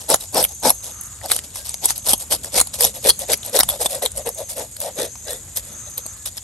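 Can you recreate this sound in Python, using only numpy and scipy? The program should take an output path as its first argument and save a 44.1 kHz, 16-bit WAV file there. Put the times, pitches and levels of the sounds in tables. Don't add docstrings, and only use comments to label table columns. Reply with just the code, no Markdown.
import sys
import numpy as np
from scipy import signal
from scipy.fft import rfft, irfft, next_fast_len
from scipy.io import wavfile
from scipy.ndimage import uniform_filter1d

SR = 44100
rng = np.random.default_rng(int(sys.argv[2]) if len(sys.argv) > 2 else 0)


def wrap_up_sound(samples):
    columns = np.atleast_2d(samples).T
    tamed = np.clip(columns, -1, 1)
    steps = np.round(tamed * 32767).astype(np.int16)
    wavfile.write(sys.argv[1], SR, steps)


N = 283563
T = np.arange(N) / SR


def amp(db):
    return 10 ** (np.asarray(db) / 20)


def read(points, hz):
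    f, *columns = np.transpose(points)
    return [np.interp(np.log(hz + 1), np.log(f + 1), c) for c in columns]


def curves(rows):
    s, *columns = np.transpose(rows)
    return [np.interp(T, s, c) for c in columns]


def smooth(x, seconds):
    return uniform_filter1d(x, max(1, int(seconds * SR)), axis=-1)


def wander(seconds):
    x = smooth(smooth(rng.standard_normal(N), seconds), seconds)
    return x / x.std()


def noise():
    return rng.standard_normal((2, N))


def clicks(per_s, spread_db):
    size = amp(spread_db * np.minimum(rng.exponential(1, N), 4.5))
    happens = rng.random(N) < per_s / SR
    return size * happens * noise()


def patchy(x, patch_db, width_hz, seconds):
    window, hop = 512, 128
    z = signal.stft(x, nperseg=window, noverlap=window - hop)[2]
    field = rng.standard_normal(z.shape[1:])
    for axis, span in 2 * [(0, width_hz * window / SR), (1, seconds * SR / hop)]:
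        field = uniform_filter1d(field, max(1, round(span)), axis)
    gain = amp(patch_db * field / field.std())
    y = signal.istft(z * gain, nperseg=window, noverlap=window - hop)[1][:, :N]
    return y / y.std()


def steadied(x, seconds):
    power = smooth(smooth((x ** 2).mean(0), seconds), seconds)
    return x / np.sqrt(abs(power) + 1e-6)


def repitched(x, factor):
    at = np.cumsum(factor) % (N - 1)
    return np.array([np.interp(at, np.arange(N), port) for port in x])


# (frequency [Hz], likeness [0-1], lead of the left [rad], left over right [dB])
PORT_PAIR = [(60, .98, 0, 1.3), (500, .98, .08, 3), (1100, .92, .15, 3), (2200, .7, .2, 3),
             (3500, .78, 1.15, 3.5), (4200, .5, 1.2, 4), (4800, .3, -.5, 4.5), (5800, .7, 0, 3),
             (7100, .45, .4, .5), (8500, .96, 0, 0), (8950, .8, -.3, 0), (9500, .85, -1.9, 0),
             (10200, .98, -3.1, 0), (11650, .95, -6.1, 0), (12600, .93, -6.45, 0), (16000, .6, -6.4, 0)]


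def heard(drive, spectrum):
    size = next_fast_len(N, real=True)
    hz = np.fft.rfftfreq(size, 1 / SR)
    octaves_outside = abs(np.log2((hz + 1) / np.clip(hz + 1, spectrum[0][0], spectrum[-1][0])))
    colour = amp(read(spectrum, hz)[0] - 20 * octaves_outside)
    a, b = rfft(drive, size) * colour
    same, lead, side_db = read(PORT_PAIR, hz)
    same = np.clip(same, 0, 1)
    right = (same * a + np.sqrt(1 - same ** 2) * b) * np.exp(-1j * lead)
    x = irfft(np.array([a * amp(side_db / 2), right * amp(-side_db / 2)]), size)[:, :N]
    return x / x.std()


def stroke(start, length, level_db, peak):
    ends_db, arch_power = -15, 2.1
    out = np.zeros(N)
    near = slice(max(0, int((start - length) * SR)), int((start + 2 * length) * SR))
    along, peak = (T[near] - start) / length, np.clip(peak, .1, .9)
    from_peak = np.maximum((peak - along) / peak, (along - peak) / (1 - peak))
    out[near] = amp(level_db + ends_db * from_peak ** arch_power)
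    return out


# (start [s], length [s], relative thrum of the fish [dB], relative rasp of the scales [dB])
RETURN_STROKES = [(0, 0.058, -46, -33), (0.197, 0.075, -45.5, -30.5), (0.482, 0.061, -45.5, -34),
                  (0.823, 0.11, -44, -30.5), (1.227, 0.05, -29.5, -33.5), (1.434, 0.035, -49.5, -33.5),
                  (1.538, 0.095, -46, -28.5), (1.645, 0.091, -51, -28.5), (1.947, 0.059, -48, -30.5),
                  (2.194, 0.052, -43, -26.5), (2.428, 0.067, -39.0, -30.0), (2.734, 0.035, -39.5, -22.5),
                  (2.938, 0.063, -38.5, -30), (3.193, 0.06, -32, -25.5), (3.439, 0.077, -38.0, -30),
                  (3.681, 0.097, -31.5, -26), (3.889, 0.107, -29, -25), (4.152, 0.074, -31, -31.5),
                  (4.369, 0.073, -28.5, -30.5), (4.485, 0.064, -43, -26.5), (4.802, 0.11, -28, -28),
                  (5.62, 0.17, -51, -41), (5.855, 0.044, -45.5, -51)]


def returning(thrum_db=.5, rasp_db=-3.5):
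    thrum_peak, rasp_peak = 0.608, 0.2
    thrum = sum(stroke(s, length, db + thrum_db, thrum_peak) for s, length, db, _ in RETURN_STROKES)
    rasp = sum(stroke(s, length, db + rasp_db, rasp_peak) for s, length, _, db in RETURN_STROKES)
    return np.array([thrum, rasp])


def sagging():
    sag_hz = 59.3
    offset = np.zeros(N)
    for s, length, *_ in PUSH_STROKES + RETURN_STROKES:
        near = slice(max(0, int((s - length) * SR)), int((s + 2 * length) * SR))
        along = (T[near] - s) / length - .5
        offset[near] -= sag_hz * along * np.exp(-along ** 2)
    return offset


# (thrum [dB], rasp [dB])
SKIN_BRUSH = (-62, -47)


def effort():
    return_hz = 599.4
    (push, push_hz), back = pushing(), returning()
    thrum, rasp = np.sqrt(push ** 2 + back ** 2 + amp(SKIN_BRUSH)[:, None] ** 2)
    return_share = (back[0] / thrum) ** 2
    pitch = push_hz + (return_hz - push_hz) * return_share + sagging()
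    return thrum, rasp, pitch


def tearing(tears_per_s=1700, decay_s=.001):
    rips = rng.exponential(1, N) * (rng.random(N) < tears_per_s / SR)
    power = signal.lfilter([1], [1, -np.exp(-2 / (decay_s * SR))], rips)
    return np.sqrt(power) * noise()


# (time [s], firmness [0 soft flank - 1 bony back], crispness: crackle over rasp [dB])
WORKED_PATCH = [(.1, 0.99, -1.5), (.4, 0.71, 1.5), (.7, 0.92, 2), (1.3, 0.32, -1), (1.85, 0.78, -1.5),
                (2.2, 0.67, 3.5), (2.6, 0.46, -3), (3.1, 0.051, 2), (3.33, 0.25, -3), (3.6, 0.17, -1),
                (3.85, 0.39, 3), (4.05, .02, 1.5), (4.3, .02, 2.5), (4.62, 0.27, 2.5), (5.02, 0.035, -0.5),
                (5.3, 0.27, 3.5), (5.6, 0.098, 2), (6.3, 0.75, 0)]
# (time [s], level relative to the thrum [dB])
BELLY_RING = [(2.4, -35), (3.1, -10), (4.3, -19), (4.85, -21), (5.02, -9), (5.31, -4.5), (5.7, -2)]
# (frequency [Hz], relative level [dB per Hz])
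FLANK_COLOUR = [(60, -61), (140, -24.5), (300, -21), (390, -12), (460, 1.5), (520, 0.5), (600, -4),
                (700, -11), (850, -18.5), (1100, -26), (1450, -32), (1900, -29), (2600, -25.5), (5000, -61)]
# (frequency [Hz], relative level [dB per Hz])
BACK_COLOUR = [(70, -28), (140, -14), (240, -11.5), (310, -8), (390, -9), (510, -2.5), (600, 0),
               (690, -3.5), (790, -3), (880, -3.5), (1050, -15), (1200, -20.5), (1550, -18.5), (1950, -26),
               (2500, -25), (3300, -26), (5400, -11), (7000, -31)]
# (frequency [Hz], relative level [dB per Hz])
HOLLOW_COLOUR = [(1400, -7), (1750, 1), (1950, 9), (2150, -9), (2450, -9), (3000, -30), (3450, 11),
                 (3800, 6.5), (4100, 6.5), (4700, -31)]
# (frequency [Hz], relative level [dB per Hz])
RASP_COLOUR = [(300, -18), (900, -3), (1600, -11), (2500, -4.5), (3100, -1), (3550, 4), (4300, 2),
               (5500, 4), (7000, 1.5), (9000, -7), (12000, -53), (16000, -48)]
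# (frequency [Hz], relative level [dB per Hz])
CRACKLE_COLOUR = [(2500, -74), (5000, -58), (7000, -9.5), (8100, 4), (9000, 5), (10000, 8.5), (10800, 10),
                  (11500, 8.5), (12200, -1), (13100, -11), (14300, -47), (15500, -11), (16200, -45)]


def scraping(thrum, rasp, pitch, thrum_db=0, rasp_db=-3, crackle_db=1, catch_db=-0.06):
    flank_hz = 520
    firm, crisp_db = curves(WORKED_PATCH)
    firm = np.clip(firm, 0, 1)
    catches = amp(catch_db * 2 * np.tanh(wander(0.0062) / 2))
    tears = catches * patchy(tearing(), patch_db=2.0, width_hz=520, seconds=.009)
    tugs = patchy(clicks(per_s=3000, spread_db=0.57), patch_db=3.5, width_hz=170, seconds=.02)
    tugs = np.sqrt(catches) * tugs
    flank = repitched(heard(tugs, FLANK_COLOUR), pitch / flank_hz)
    fish = steadied((1 - firm) * flank + firm * heard(tugs, BACK_COLOUR), 0.015)
    belly = amp(curves(BELLY_RING)[0]) * steadied(heard(tugs, HOLLOW_COLOUR), 0.018)
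    teeth = amp(rasp_db - crisp_db / 2) * steadied(heard(tears, RASP_COLOUR), 0.027)
    scales = amp(crackle_db + crisp_db / 2) * steadied(heard(tears, CRACKLE_COLOUR), 0.033)
    return amp(thrum_db) * thrum * (fish + belly) + rasp * (teeth + scales)


def flakes(rasp, level_db=-47):
    shed = signal.lfilter([1], [1, -np.exp(-1 / (.18 * SR))], rasp)
    landing = clicks(per_s=150, spread_db=7.5) * (1 + shed / shed.mean())
    t = T[:400]
    splat = rng.standard_normal(len(t)) * np.exp(-t / 0.0041)
    ticks = signal.oaconvolve(landing, splat[None], axes=1)[:, :N]
    return amp(level_db) * heard(ticks, CRACKLE_COLOUR)


# (start [s], length [s], peak level [dB])
BLOCK_ROCKINGS = [(2.836, 0.076, -44), (3.609, 0.11, -37), (4.101, 0.13, -39.5)]
# (frequency [Hz], relative level [dB per Hz])
THUD_COLOUR = [(25, -35), (45, -16), (62, 2.5), (110, -23), (170, -13), (300, -40), (600, -70)]


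def block(rasp, level_db=-20, settle=0.045):
    keep = np.exp(-1 / (settle * SR))
    push = signal.lfilter([1 - keep], [1, -keep], rasp)
    rocking = sum(stroke(s, length, db, 0.39) for s, length, db in BLOCK_ROCKINGS)
    return (amp(level_db) * push + rocking) * steadied(heard(noise(), THUD_COLOUR), 0.021)


# (start [s], end [s], level [dB])
INSECT_CALLS = [(0.46, 1.093, -39.5), (1.683, 2.229, -41.5), (2.945, 3.5, -45), (4.193, 4.522, -42),
                (4.913, 5.33, -41.5), (5.695, 6.141, -38.5)]
# (frequency [Hz], relative level [dB per Hz])
CHORUS_COLOUR = [(5000, -39), (5900, -32), (6350, -21), (6850, -11.5), (7500, -16.5), (8200, -20),
                 (9000, -24), (9800, -107), (11100, -38), (12300, -35), (13200, -53)]
# (frequency [Hz], relative level [dB per Hz])
SHRILL_COLOUR = [(5600, -50), (6050, -18), (6220, -4), (6330, -28), (6440, 0), (6560, -8), (7000, -42)]


def insects(chorus_db=-41, waver_db=2.36, fade_s=0.027):
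    calls = sum(amp(db) * np.clip(np.minimum(T - start, end - T) / fade_s, 0, 1)
                for start, end, db in INSECT_CALLS)
    chorus = amp(chorus_db + waver_db * wander(0.019)) * heard(noise(), CHORUS_COLOUR)
    return chorus + calls * heard(noise(), SHRILL_COLOUR)


# (frequency [Hz], relative level [dB per Hz])
AIR_COLOUR = [(15, -52), (30, -41), (48, -1.5), (62, 0), (80, 0), (105, -0.5), (150, -9.5), (220, -10.5),
              (330, -18), (700, -24), (1250, -25), (2400, -26.5), (3800, -29), (5500, -53), (12000, -67),
              (16000, -62)]


def air(level_db=-45, swell_db=1):
    drift = patchy(noise(), patch_db=2.0, width_hz=200, seconds=0.16)
    return amp(level_db + swell_db * wander(0.57)) * steadied(heard(drift, AIR_COLOUR), 0.17)


# (start [s], length [s], relative thrum of the fish [dB],
# relative rasp of the scales [dB], place of the rasp peak [0-1 of the stroke], flank pitch mid-push [Hz])
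PUSH_STROKES = [(0.089, 0.064, -17.5, -18.5, 0.53, 550.5), (0.341, 0.097, -17, -20.5, 0.54, 541.7),
                (0.633, 0.076, -15, -18.5, 0.44, 556.7), (1.28, 0.11, -39, -26, 0.4, 533),
                (1.823, 0.053, -32, -23, 0.5, 552.6), (1.878, 0.053, -63, -22.5, 0.26, 557),
                (2.056, 0.084, -29, -16.5, 0.5, 560), (2.304, 0.059, -26.5, -17.5, 0.38, 558),
                (2.533, 0.081, -24.5, -16.5, 0.64, 562.3), (2.786, 0.11, -27, -19, 0.47, 510.8),
                (3.041, 0.066, -19, -15, 0.98, 513.6), (3.284, 0.061, -22.5, -19.5, 0.78, 509.7),
                (3.533, 0.0582, -18.5, -17, 0.65, 542.3), (3.796, 0.043, -25, -21.5, 0.7, 565),
                (3.842, 0.033, -29, -20, 0.65, 563.5), (4.019, 0.05, -22.5, -25, 0.22, 545),
                (4.254, 0.05134, -24, -30.5, 0.24, 528), (4.556, .1, -29.5, -32, 0.21, 562),
                (4.966, 0.11, -25, -27, 0.42, 523), (5.257, .12, -33, -34.5, 0.4, 521.5),
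                (5.559, 0.041, -40.5, -24.5, 0.01, 538.2), (5.971, 0.033, -41, -32.5, 0.18, 550),
                (6.254, 0.04, -45, -26, 0, 534), (6.364, 0.02, -47.5, -30.5, 0.6, 550)]


def pushing(thrum_db=1, rasp_db=0):
    thrum_peak = 0.343
    thrum = sum(stroke(s, length, db + thrum_db, thrum_peak) for s, length, db, _, _, _ in PUSH_STROKES)
    rasp = sum(stroke(s, length, db + rasp_db, peak) for s, length, _, db, peak, _ in PUSH_STROKES)
    pitch = curves([(s + length / 2, hz) for s, length, *_, hz in PUSH_STROKES])[0]
    return np.array([thrum, rasp]), pitch


# (time [s], relative knock on the fish [dB],
# relative clack of the tooth [dB], relative crack of the scale [dB])
SCALE_SNAPS = [(0.09, -35, -37, -17.5), (0.101, -24, -24, -9), (0.1421, -6.5, -5.5, -2),
               (0.158, -46, -23, -23), (0.345, -37, -34, -15), (0.427, -27, -25, -9),
               (0.44, -31, -13.5, -6), (0.449, -23.5, -21, -11), (0.628, -33, -26.5, -29),
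               (0.6948, -26, -14, -8), (0.7033, -12.5, -11, -1), (1.214, -32, -46, -46),
               (1.259, -34, -27, -22), (1.301, -24, -26, -23), (1.313, -26, -31, -24),
               (1.3163, -14, -8.5, -4.5), (1.323, -31, -27, -23), (1.347, -46, -42, -21),
               (1.3633, -28, -19, -13.5), (1.389, -28.5, -23, -22), (1.558, -30.5, -43, -27),
               (1.693, -49, -24, -19), (1.742, -30, -20, -19), (1.8562, -21.5, -22.5, -3),
               (1.888, -42, -20, -20), (1.9052, -20, -13, -13), (1.979, -51, -34, -19),
               (2.133, -14, -9.5, -6.5), (2.137, -18, -15.5, -13), (2.322, -20, -15, -18),
               (2.445, -34, -37, -21.5), (2.579, -12, -22.5, -10), (2.601, -17, -12, -3.5),
               (2.6122, -13.5, -9, -5), (2.6711, -35, -28, -20.5), (2.8075, -20.5, -12.5, -7.5),
               (2.82, -36, -32, -11), (2.834, -36, -22, -19), (2.842, -15, -10, -14),
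               (2.849, -16.5, -10, -5), (3.0422, -35, -23, -21), (3.092, -14, -4, 0),
               (3.098, -21, -11, -6.5), (3.103, -30, -5, -13), (3.1912, -35, -34, -18),
               (3.333, -22, -12.5, -6.5), (3.34, -27, -15.5, -19), (3.431, -41, -25.5, -36),
               (3.449, -42, -33.5, -25), (3.462, -36, -42, -21), (3.5897, -13, -11, -1.5),
               (3.6, -13, -12, -7.5), (3.606, -10, -5, -10), (3.6326, -18.5, -14.5, -9),
               (3.6894, -22.5, -31, -7.5), (3.699, -34, -32, -13), (3.8586, -14, -27.5, -24),
               (3.951, -33, -25.5, -20), (4.0215, -26, -27, -25), (4.053, -29.5, -24, -15),
               (4.06, -21, -10.5, -14.5), (4.1174, -58, -40, -26), (4.173, -48.5, -36, -19),
               (4.178, -39, -27.5, -18), (4.29, -25, -29, -16.5), (4.347, -55, -45, -27),
               (4.49, -39, -45, -39), (4.766, -41, -30, -26), (4.8026, -46, -28, -19),
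               (4.815, -36, -37, -20), (4.988, -22.5, -23.5, -31), (5.155, -32.5, -37, -42),
               (5.282, -39, -23, -36), (5.3065, -41, -27.5, -21.5), (5.332, -35, -34, -22),
               (5.481, -37.5, -53, -52), (5.571, -31, -18, -13), (5.979, -42, -32.5, -15.5),
               (6.058, -32, -42, -43), (6.0636, -39, -35, -23), (6.2595, -35, -26, -25.5),
               (6.38, -34, -22.5, -30)]
# (frequency [Hz], relative level [dB per Hz])
KNOCK_COLOUR = [(250, -3), (450, -7.5), (750, 5.5), (1200, -1), (1700, -5), (2300, -4.5), (3500, -54)]
# (frequency [Hz], relative level [dB per Hz])
CLACK_COLOUR = [(1500, -37), (2400, -12.5), (3100, 4.5), (3700, 6), (4400, 4.5), (5400, 4), (7000, -1.5),
                (12000, -60)]


def snapping(knock_db=-5, clack_db=-5.0, crack_db=-2.0, flutter_db=-12, edge_db=-12):
    rise, decay, flutter, edge = 0.00062, .0023, .007, 0.006
    lead = 256
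    t = T[:2200] - T[lead]
    snap = np.exp(-(np.maximum(t - rise, 0) / decay) ** 2)
    shape = np.clip(t / rise, 0, 1) * (snap + amp(flutter_db) * np.exp(-t / flutter))
    shape = shape + amp(edge_db) * np.exp(-abs(t) / edge)
    blows = np.zeros((3, N))
    for s, *levels_db in SCALE_SNAPS:
        blows[:, round(s * SR) - lead] = amp(levels_db)
    knock, clack, crack = signal.oaconvolve(blows, shape[None], axes=1)[:, :N]
    burst = patchy(noise(), patch_db=6.5, width_hz=700, seconds=.02)
    fish = amp(knock_db) * knock * steadied(heard(burst, KNOCK_COLOUR), 0.0059)
    tooth = amp(clack_db) * clack * steadied(heard(burst, CLACK_COLOUR), 0.0028)
    scale = amp(crack_db) * crack * steadied(heard(burst, CRACKLE_COLOUR), 0.005)
    return fish + tooth + scale


# (time [s], level [dB], pitch relative to the head modes [ratio])
TOOTH_PINGS = [(0.21, -37.5, 1.13), (3.099, -17, 0.96), (3.689, -24.5, 1.03), (3.704, -29.5, .98),
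               (3.862, -21, 1.02), (4.062, -33, 0.94)]
# (frequency at ratio 1 [Hz], level relative to the ping [dB], t60 [s])
HEAD_MODES = [(3440, 9.5, 0.036), (3570, 0, 0.041), (3960, -8, 0.02), (6370, 0, 0.032)]


def pinging(right_lag=1.05):
    t = T[:5000]
    x = np.zeros(N, complex)
    for s, level_db, pitch in TOOTH_PINGS:
        ring = sum(amp(level_db + db - 60 * t / t60) * np.exp(2j * np.pi * hz * pitch * t)
                   for hz, db, t60 in HEAD_MODES)
        x[round(s * SR):][:len(t)] += ring
    return np.array([x, x * np.exp(-1j * right_lag)]).imag


# (centre [s], Gaussian length [s], level [dB])
FAR_SWELLS = [(1.046, 0.19, -50), (5.78, 0.18, -53.5), (6.097, 0.11, -51.5)]
# (frequency [Hz], relative level [dB per Hz])
FAR_COLOUR = [(950, -4), (1280, 5), (1500, -3), (1750, -4), (2200, -9.5)]
# (centre [s], Gaussian length [s], pitch at centre [Hz], glide [Hz/s], level [dB])
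FAR_WHISTLES = [(0.965, .06, 1235, 793, -55), (1.609, .035, 1600, 506, -50), (6.2, 0.071, 1710, 700, -56)]


def far_off():
    level = sum(amp(db) * np.exp(-((T - s) / length) ** 2) for s, length, db in FAR_SWELLS)
    whistles = np.zeros(N)
    for s, length, hz, glide, db in FAR_WHISTLES:
        t = T - s
        tone = np.sin(2 * np.pi * (hz + glide * t / 2) * t)
        whistles += amp(db) * np.exp(-(t / length) ** 2) * tone
    return level * heard(noise(), FAR_COLOUR) + whistles


def yard(x, wet_db=-23, t60=.22):
    t = T[:SR // 3]
    tail = rng.standard_normal((2, len(t))) * amp(-60 * t / t60) * (t > .004)
    scatter = signal.oaconvolve(x, tail / np.linalg.norm(tail[0]), axes=1)[:, :N]
    return x + amp(wet_db) * scatter


def scene():
    thrum, rasp, pitch = effort()
    close = scraping(thrum, rasp, pitch) + snapping() + pinging() + flakes(rasp)
    return yard(close) + block(rasp) + insects() + far_off() + air()


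def record(dry):
    limited = dry / (1 + dry ** 8) ** (1 / 8)
    lowpass = signal.firwin(255, 15900, fs=SR)
    return signal.oaconvolve(limited, lowpass[None], "same")


dry = scene()
out = record(dry)
wrap_up_sound(out)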